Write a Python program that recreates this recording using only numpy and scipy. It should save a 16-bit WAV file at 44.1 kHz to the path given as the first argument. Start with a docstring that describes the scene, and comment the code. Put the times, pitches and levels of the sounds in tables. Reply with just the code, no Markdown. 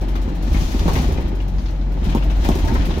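"""Inside a moving bus. The engine drones at a nearly steady speed, built from sines at its firing orders.
Two rough stretches shake the body: struck panel modes knock, trim chatters and clacks,
joints squeak on wavering notes, and a small loose fitting ticks, jingles and snaps.
The road rumbles through the floor as coloured noise and soft thuds.
Hard cabin walls smear every rattle into a short wash: clicks convolved with decaying noise."""
import sys
import numpy as np
from scipy import signal
from scipy.fft import rfft, irfft
from scipy.io import wavfile
from scipy.ndimage import uniform_filter1d

SR = 44100
rng = np.random.default_rng(int(sys.argv[2]) if len(sys.argv) > 2 else 0)


def store_pcm(level_fs):
    """Save levels as 16-bit WAV."""
    pcm = np.round(np.clip(level_fs, -1, 1) * 32767).astype(np.int16)
    wavfile.write(sys.argv[1], SR, np.atleast_2d(pcm).T)


N = 132300


def from_db(db):
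    """Decibels to amplitude gain."""
    return 10 ** (np.asarray(db) / 20)


def rms_one(x):
    """Scale to unit power."""
    return x / np.sqrt(np.mean(x ** 2) + 1e-20)


def in_time(rows):
    """A control curve read at every sample, straight lines between its points."""
    return np.interp(np.arange(N) / SR, *np.transpose(rows))


def at_hz(points, hz):
    """Read a spectrum table on a log-frequency axis."""
    table_hz, value = np.transpose(points)
    return np.interp(np.log(hz + 1), np.log(table_hz), value)


def pan(db):
    """Channel gains for a left-minus-right level in dB."""
    return from_db(np.array([[db], [-db]]) / 2)


def waver(hz):
    """Slow random drift of spread 1, rolled off above the given rate."""
    f = np.arange(N // 2 + 1) * SR / N
    spectrum = rfft(rng.standard_normal(N)) / (1 + (f / hz) ** 4)
    return rms_one(irfft(spectrum, N))


# how alike left and right are in the cabin: pitch_hz, correlation (-1 to 1)
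LIKENESS = [(30, 0.96), (80, 0.92), (170, 0.96), (350, 0.79), (700, 0.83), (1300, -0.78), (2600, 0.083),
            (15000, -0.086)]


def noise(colour, size=N):
    """Coloured stereo noise of rms 1: shared and opposed parts set the left-right likeness."""
    hz = np.arange(size // 2 + 1) * SR / size
    mid, side = np.exp(2j * np.pi * rng.random((2, len(hz))))
    alike = np.clip(at_hz(LIKENESS, hz), -1, 1)
    both = np.sqrt(1 + alike) * mid + np.sqrt(1 - alike) * side * [[1], [-1]]
    return rms_one(irfft(both * from_db(at_hz(colour, hz)), size))


def cabin(clicks, colour, t60, early_db, early_t60, rise_s=1 / SR):
    """Each contact excites a short early burst and a diffuse tail, both of decaying coloured noise."""
    t = np.arange(SR // 2) / SR
    tail = from_db(-60 * t / t60)
    early = from_db(early_db - 60 * t / early_t60)
    rise = 1 - np.exp(-(t / rise_s) ** 2)
    response = noise(colour, size=len(t)) * (tail + early) * rise
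    return signal.fftconvolve(response, clicks[None], axes=1)[:, :N]


def place(s, gains):
    """Clicks of given sizes at given times."""
    return np.bincount(np.clip(s * SR, 0, N).astype(int), gains, N + 1)[:N]


def add(out, s, sound):
    """Mix a stereo sound in at a given time."""
    start = int(np.clip(s * SR, 0, N - 1))
    part = sound[:, :N - start]
    out[:, start:start + part.shape[1]] += part


BOUNCE_S, BOUNCE_LOSS_DB = .0035, 3.5   # mean spacing, and level lost at each bounce


def bouncing(db, count=4):
    """A contact and its weaker, unevenly timed bounces; their summed power carries the level."""
    jitter, sign = rng.random((2, count)) - .5
    k = np.arange(count)
    sizes = from_db(-BOUNCE_LOSS_DB * k)
    gains = from_db(db) * sizes / np.linalg.norm(sizes) * np.sign(sign)
    bounce_s = BOUNCE_S * (k + jitter * (k > 0))
    return np.bincount((SR * bounce_s).astype(int), gains)


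def rattling(level_db, per_s, spread_db, colour, t60, early_db, early_t60, rise_s=1 / SR, count=4):
    """Random uneven contacts on a few parts, washed by the cabin and levelled to follow a curve."""
    wash = 0
    for _ in range(count):
        strength = np.minimum(rng.exponential(1, N), 3)
        sizes = from_db(spread_db * strength) * rng.choice([-1, 1], N)
        clicks = sizes * (rng.random(N) < per_s / count / SR)
        wash = wash + cabin(clicks, colour, t60, early_db, early_t60, rise_s)
    power = uniform_filter1d(np.mean(wash ** 2, axis=0), SR // 16)
    return from_db(level_db) * wash / np.sqrt(power + 1e-9)


def ring(x, hz, t60):
    """A two-pole resonator: a unit click sets a decaying sine of height 1 ringing."""
    r = from_db(-60 / (t60 * SR))
    w = 2 * np.pi * hz / SR
    return signal.lfilter([0, np.sin(w)], [1, -2 * r * np.cos(w), r * r], x + 1e-18)


# engine firing rate: time_s, pitch_hz
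FIRING = [(0, 45.5), (.7, 45.1), (.92, 47.86), (1.2, 45.6), (1.5, 45.88), (2.1, 46.18), (2.3, 47.8),
          (2.39, 49.66), (2.52, 46.85), (3, 47.1)]
# swell and dip of the drone, before order levels: time_s, level_db
DRONE = [(0.0, -21), (0.22, -19.5), (0.29, -26), (0.5, -16.5), (0.62, -20), (0.65, -18.5), (0.73, -25),
         (0.75, -18), (0.89, -16), (0.95, -29), (1.09, -15.5), (1.13, -27), (1.44, -19.5), (2.1, -19),
         (2.4, -13), (2.44, -23.5), (2.51, -12.5), (2.57, -36), (2.61, -17), (2.7, -32), (2.74, -23),
         (2.9, -16), (2.94, -34), (3.0, -36)]
# engine orders, relative to the drone: multiple of the firing rate, level_db
ORDERS = [(1, 3.5), (1.5, -18), (2, -16), (3, -17), (4, -21.5), (5, -25)]
LOW_PAN_DB = 1.5


def engine(rough=1.0, steady_rough=0.085):
    """A strong firing sine follows the drone curve; weaker orders waver more around its mean level."""
    phase = 2 * np.pi * np.cumsum(in_time(FIRING)) / SR
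    drone_db = in_time(DRONE)
    firing = from_db(drone_db + ORDERS[0][1]) * np.sin(phase) * (1 + steady_rough * waver(1.7))
    upper = 0
    for multiple, db in ORDERS[1:]:
        tone = np.sin(multiple * phase + 2 * np.pi * rng.random())
        upper = upper + from_db(db) * tone * (1 + rough * waver(3.4))
    return (firing + from_db(drone_db.mean()) * upper) * pan(LOW_PAN_DB)


# jolts: start_s, level_db (direct sound, first 20 ms), hardness_hz, panel_pitch_hz
KNOCKS = [(.078, -32, 500, 293), (.277, -25.5, 450, 280), (.545, -20, 500, 165), (.615, -25.5, 400, 171),
          (.746, -21, 500, 297), (.812, -26, 700, 290), (0.857, -17, 300, 163), (.881, -22.5, 2500, 523),
          (.913, -21.5, 450, 275), (.94, -37, 900, 525), (.962, -27, 1200, 690), (.996, -20, 498, 218),
          (1.048, -26, 400, 170), (1.088, -24, 460, 346), (1.183, -27, 1080, 490), (1.328, -28.5, 400, 302),
          (2.069, -20, 355, 203), (2.149, -15.5, 1520, 312), (2.451, -25.5, 3000, 680),
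          (2.489, -15, 1800, 286), (2.556, -22, 1500, 277), (2.722, -21.5, 400, 321.2),
          (2.755, -30, 899, 500), (2.816, -32, 452, 250), (2.888, -21.5, 400, 279.8),
          (2.974, -24, 600, 420)]
# body panel modes, before each knock's emphasis and detune: pitch_hz, level_db, t60_s
BODY_MODES = [(156.97, 4, 0.112), (181, 1.5, 0.1), (217.4, -6, 0.063), (276, -1, 0.051), (323, 0, 0.061),
              (379.7, 0.5, 0.071), (498, -8.5, 0.12), (549, -11, 0.12), (655, -12, 0.1), (830, -4.5, 0.036),
              (915, 0, 0.057), (1067, -7, 0.046)]
# tint of the cabin's answer to a knock: pitch_hz, level_db (relative)
KNOCK_ROOM_COLOUR = [(100, -1), (400, 3.5), (900, 5), (3000, 12)]
KNOCK_RING_DB, KNOCK_RING_OCTAVES = 9.5, .38   # lift of the modes near the struck panel's pitch
MODE_SPREAD_DB, MODE_DETUNE = 3, .025   # random change per strike: level, share of pitch
KNOCK_ROOM_DB, KNOCK_ROOM_T60_S, KNOCK_ROOM_RISE_S = -8, .16, .005
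BODY_PAN_DB = .6   # shared by the knocks and the road thuds


def knocks():
    """Jolts push panel modes, favouring those near the struck panel's pitch; hard contacts are brighter."""
    direct = np.zeros(N + SR)
    for s, db, hard_hz, panel_hz in KNOCKS:
        push = np.exp(-2 * np.pi * hard_hz * np.arange(SR // 4) / SR)
        thump = 0
        for k, (hz, mode_db, t60) in enumerate(BODY_MODES):
            strength, detune = rng.standard_normal(2)
            octaves = np.log2(hz / panel_hz)
            near_db = KNOCK_RING_DB * np.exp(-.5 * (octaves / KNOCK_RING_OCTAVES) ** 2)
            gain = from_db(mode_db + near_db + MODE_SPREAD_DB * strength)
            polarity = (-1) ** (k // 3)   # flips every three modes
            thump = thump + polarity * gain * ring(push, hz * (1 + MODE_DETUNE * detune), t60)
        start = int(s * SR)
        direct[start:start + len(push)] += from_db(db) * thump / thump[:SR // 50].std()
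    direct = direct[:N]
    room = cabin(direct, KNOCK_ROOM_COLOUR, KNOCK_ROOM_T60_S, 0, .03, KNOCK_ROOM_RISE_S)
    room = rms_one(room) * direct.std() * from_db(KNOCK_ROOM_DB)
    return (direct + room) * pan(BODY_PAN_DB)


# chatter of the trim, before CHATTER_DB: time_s, level_db
CHATTER = [(0, -40.5), (.4, -39.5), (.51, -36), (.56, -33), (.7, -36.5), (.85, -33), (.9, -28), (1.0, -30),
           (1.12, -34.5), (1.32, -42), (1.55, -44), (1.88, -47), (2.01, -43), (2.07, -32), (2.27, -39.5),
           (2.41, -35), (2.46, -31.5), (2.65, -34), (2.78, -31), (3, -34.5)]
# chatter spectrum: pitch_hz, level_db (relative, per Hz)
CHATTER_COLOUR = [(100, -28), (300, -56), (600, 9), (950, 9.5), (1300, 6.5), (2000, 2), (3800, 0.5),
                  (4700, -4.5), (6900, -13), (7500, -16), (10000, -27), (15500, -40)]
# single panel clacks, before CLACK_DB: start_s, level_db, ring_centre_hz
CLACKS = [(0.083, -42, 2980), (.154, -30.5, 1320), (.157, -37, 3470), (.279, -40, 1600), (.545, -29, 2250),
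          (.566, -33, 2500), (0.61, -35, 5530), (0.719, -35.5, 2000), (0.792, -31.5, 4600),
          (.879, -23.5, 1100), (0.955, -25.5, 2100), (0.988, -32.5, 4500), (1.042, -34, 2030),
          (1.109, -39, 2390), (1.174, -34, 2440), (1.208, -40.5, 2200), (1.259, -39, 3300),
          (1.402, -38, 2900), (1.584, -39.5, 4845), (1.658, -37, 4460), (1.685, -40.5, 4200),
          (1.812, -44.5, 4005), (1.917, -47, 3000), (2.029, -38.5, 2960), (2.094, -37, 2933),
          (2.124, -33.5, 2840), (2.172, -34, 2710), (2.224, -33.5, 2880), (2.3, -33.5, 2840),
          (2.441, -35, 4030), (2.448, -28.5, 2420), (2.515, -32, 2595), (2.588, -35.5, 2220),
          (2.627, -36, 3000), (2.675, -36.5, 5620), (2.682, -31, 1680), (2.752, -25.5, 1520),
          (2.81, -33.5, 2600), (2.851, -33.5, 2800), (2.909, -31.5, 3500), (2.939, -35.5, 2880),
          (2.969, -42, 2170)]
# clack spectrum before each panel's own ring: pitch_hz, level_db (relative, per Hz)
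CLACK_COLOUR = [(100, -30), (300, -32), (900, 14.5), (1600, 8.5), (2800, 3), (4000, -0.5), (6700, -5.5),
                (7600, -34), (9500, -12), (11000, -30), (16000, -34)]
CHATTER_DB, CHATTERS_PER_S, CLACK_DB = -4, 900, -1
PANEL_RING_DB, PANEL_RING_OCTAVES, PANEL_T60_S = 8.5, .45, .14
PANEL_PEAK_DB, PANEL_PEAK_OCTAVES = 3.5, .03   # the main mode stands out of the broad ring
TRIM_PAN_DB = 6


def trim():
    """Panels chatter in dense random contacts; louder clacks bounce and ring at their own pitch."""
    out = rattling(in_time(CHATTER) + CHATTER_DB, CHATTERS_PER_S, 2.9, CHATTER_COLOUR, .16, 0, .016)
    hz = np.geomspace(100, 16000, 200)
    for s, db, ring_hz in CLACKS:
        octaves = np.log2(hz / ring_hz)
        broad_db = PANEL_RING_DB * np.exp(-.5 * (octaves / PANEL_RING_OCTAVES) ** 2)
        peak_db = PANEL_PEAK_DB * np.exp(-.5 * (octaves / PANEL_PEAK_OCTAVES) ** 2)
        colour = np.column_stack([hz, at_hz(CLACK_COLOUR, hz) + broad_db + peak_db])
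        add(out, s, cabin(bouncing(db + CLACK_DB), colour, PANEL_T60_S, -4, .0088))
    return out * pan(TRIM_PAN_DB)


# jingle of the loose fittings, before JINGLE_DB: time_s, level_db
JINGLE = [(0, -79), (.41, -83), (.45, -47), (.62, -35.5), (.77, -40), (.95, -38.5), (1.04, -38.5),
          (1.2, -55), (1.45, -80), (1.62, -49), (1.85, -61), (2.02, -54), (2.12, -47), (2.28, -71),
          (2.42, -43), (2.47, -39), (2.7, -46.5), (3, -46.5)]
# jingle spectrum: pitch_hz, level_db (relative, per Hz)
JINGLE_COLOUR = [(200, -30), (800, -18), (2500, 8.5), (6700, 6.5), (7600, -3.5), (10500, -4), (12500, -4),
                 (14500, -3), (16000, -11)]
# ticks of the loose fitting, before TICK_DB: start_s, level_db
TICKS = [(0.01, -45.5), (.082, -48), (.153, -46.5), (0.214, -46.5), (.286, -51), (.349, -50), (.423, -44),
         (.528, -40.5), (.61, -46), (0.715, -40.5), (.793, -48), (0.876, -38), (0.93, -35.5), (.96, -39),
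         (1.015, -40), (1.08, -48.5), (1.12, -43), (1.202, -49), (1.277, -49), (1.349, -50.5), (1.411, -52),
         (1.477, -49), (1.546, -61), (1.62, -64), (1.701, -55), (1.761, -61), (1.917, -51.5), (2.04, -45.5),
         (2.095, -49), (2.148, -42), (2.233, -47), (2.303, -46.5), (2.363, -50), (2.441, -39), (2.488, -40),
         (2.554, -41), (2.585, -41.5), (2.647, -42), (2.675, -43), (2.736, -41), (2.852, -41), (2.98, -47)]
# spectrum of ticks (before their random tilt) and snaps: pitch_hz, level_db (relative, per Hz)
TICK_COLOUR = [(200, -30), (800, -28), (2500, 5), (6500, 3.5), (7600, -3), (10500, -3.5), (12500, -1.5),
               (14500, 0), (16000, -5.5)]
# sharp snaps of a fitting close by: start_s, level_db (of the click)
SNAPS = [(.795, -33.5), (.989, -36), (1.123, -39.5), (2.044, -44), (2.149, -35.5), (2.4887, -27),
         (2.554, -32), (2.984, -42)]
JINGLES_PER_S, JINGLE_DB = 1200, -2
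TICK_DB, TICK_T60_S, TICK_RISE_S = 2, .19, .0018
TICK_DIRECT_DB, TICK_DIRECT_S = -6, .04   # early burst: level, t60
TICK_TILT_DB, TICK_LENGTH_SPREAD = .6, .15   # tick-to-tick change: brightness per octave, log ring time
SNAP_T60_S, SNAP_WIDTH = .018, .55   # width: gain of the side signal
TICK_PAN_DB = 4.5


def fittings():
    """Loose metal ticks with varied brightness and ring, dense contacts jingle, and dry snaps sit central."""
    out = rattling(in_time(JINGLE) + JINGLE_DB, JINGLES_PER_S, 3.0, JINGLE_COLOUR, .46, 4.8, .0053)
    for s, db in TICKS:
        tilt, length = rng.standard_normal(2)
        colour = [(hz, level + TICK_TILT_DB * tilt * np.log2(hz)) for hz, level in TICK_COLOUR]
        t60 = TICK_T60_S * np.exp(TICK_LENGTH_SPREAD * length)
        add(out, s, cabin(bouncing(db + TICK_DB), colour, t60, TICK_DIRECT_DB, TICK_DIRECT_S, TICK_RISE_S))
    s, db = np.transpose(SNAPS)
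    # the two cabin channels serve as middle and side
    mid, side = cabin(place(s, from_db(db)), TICK_COLOUR, SNAP_T60_S, -11, .0028)
    return out * pan(TICK_PAN_DB) + mid + SNAP_WIDTH * side * [[1], [-1]]


# rubbing joints: middle_s, half_length_s, pitch_hz (centre), level_db (sine peak before grip and pan)
SQUEAKS = [(2.275, 0.039, 658, -37.5), (2.513, .022, 660, -34), (2.673, 0.025, 672, -35),
           (2.69, 0.035, 903, -31.5)]
SQUEAK_WIDTH_HZ = 14.5   # spread of the pitch
SQUEAK_GRIP_SHARE, SQUEAK_GRIP_HZ = .35, 45   # depth and rate of the catching
SIDE_PAN_DB = 6   # shared by the squeaks and the tyre noise


def squeak():
    """Rubbing joints sing briefly, each a sine whose pitch and strength waver as it catches and slips."""
    t = np.arange(N) / SR
    out = 0
    for s, half_s, hz, db in SQUEAKS:
        phase = 2 * np.pi * np.cumsum(hz + SQUEAK_WIDTH_HZ * waver(127)) / SR
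        grip = 1 + SQUEAK_GRIP_SHARE * waver(SQUEAK_GRIP_HZ)
        swell = np.exp(-.5 * ((t - s) / half_s) ** 4)
        out = out + from_db(db) * grip * swell * np.sin(phase)
    return out * pan(SIDE_PAN_DB)


# road boom under the floor, before BOOM_DB: time_s, level_db
BOOM = [(0, -30.5), (.36, -31), (.5, -19.5), (.65, -20), (.72, -28.5), (.88, -16.5), (1.05, -21),
        (1.19, -20), (1.4, -35), (1.5, -34.5), (1.55, -21), (1.67, -32), (2.02, -30), (2.08, -18),
        (2.15, -29.5), (2.35, -24), (2.55, -21.5), (2.79, -18), (2.86, -22), (3, -22.5)]
# boom spectrum: pitch_hz, level_db (relative, per Hz)
BOOM_COLOUR = [(8, -38), (18, -29), (25, 14), (33, 10), (45, 6), (64, 16.5), (78, 12.5), (95, 1.5),
               (115, -2.5), (200, -55)]
# shaking of the body, before BODY_DB: time_s, level_db
SHAKE = [(0, -28), (.35, -29.5), (.54, -26), (.69, -29.5), (.8, -28), (.89, -20.5), (1.0, -22.5),
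         (1.12, -26.5), (1.3, -27.5), (1.5, -34.5), (1.85, -34), (2.05, -28), (2.38, -28), (2.52, -25),
         (2.72, -22), (3, -27)]
# body thud spectrum: pitch_hz, level_db (relative, per Hz)
BODY_COLOUR = [(20, -35), (60, 4), (115, -6), (165, 0), (215, -3), (290, -1.5), (370, -4.5), (440, -10.5),
               (520, -10), (590, -16), (850, -17), (1200, -27), (2500, -30), (6000, -75)]
# tyre noise spectrum: pitch_hz, level_db (relative, per Hz)
TYRE_COLOUR = [(20, 4), (100, 4.5), (230, 9), (340, -2), (420, -4), (600, -4), (700, -5.5), (900, -3.5),
               (1000, -13), (2200, -20), (6300, -32), (8000, -47), (15000, -88)]
BOOM_DB, BODY_DB, TYRE_DB = 1, -1, -35.5
THUDS_PER_S, THUD_RISE_S = 190, .003


def road():
    """Floor boom of levelled low noise, small soft thuds in the body and steady tyre noise."""
    boom = noise(BOOM_COLOUR)
    boom_power = uniform_filter1d(np.mean(boom ** 2, axis=0), SR // 8)
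    boom = from_db(in_time(BOOM) + BOOM_DB) * boom / np.sqrt(boom_power)
    body = rattling(in_time(SHAKE) + BODY_DB, THUDS_PER_S, 2.65, BODY_COLOUR, .4, 13.7, .057, THUD_RISE_S)
    tyres = from_db(TYRE_DB) * noise(TYRE_COLOUR)
    return boom + body * pan(BODY_PAN_DB) + tyres * pan(SIDE_PAN_DB)


PORT_LAG_S = .00027   # engine, knocks and road reach the right microphone first


def scene():
    """Mix all layers; engine, knocks and road arrive slightly later on the left."""
    left, right = engine() + knocks() + road()
    n = np.arange(N)
    late_left = np.interp(n - np.round(PORT_LAG_S * SR), n, left)
    return np.stack([late_left, right]) + trim() + fittings() + squeak()


CUTOFF_HZ = 15900


def record(dry):
    """The microphone loses the deepest bass; the top is cut steeply."""
    bass_cut = signal.butter(1, 10, "high", fs=SR, output="sos")
    top_cut = signal.ellip(12, .2, 80, CUTOFF_HZ, fs=SR, output="sos")
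    return signal.sosfilt(top_cut, signal.sosfilt(bass_cut, dry))


dry = scene()
out = record(dry)
store_pcm(out)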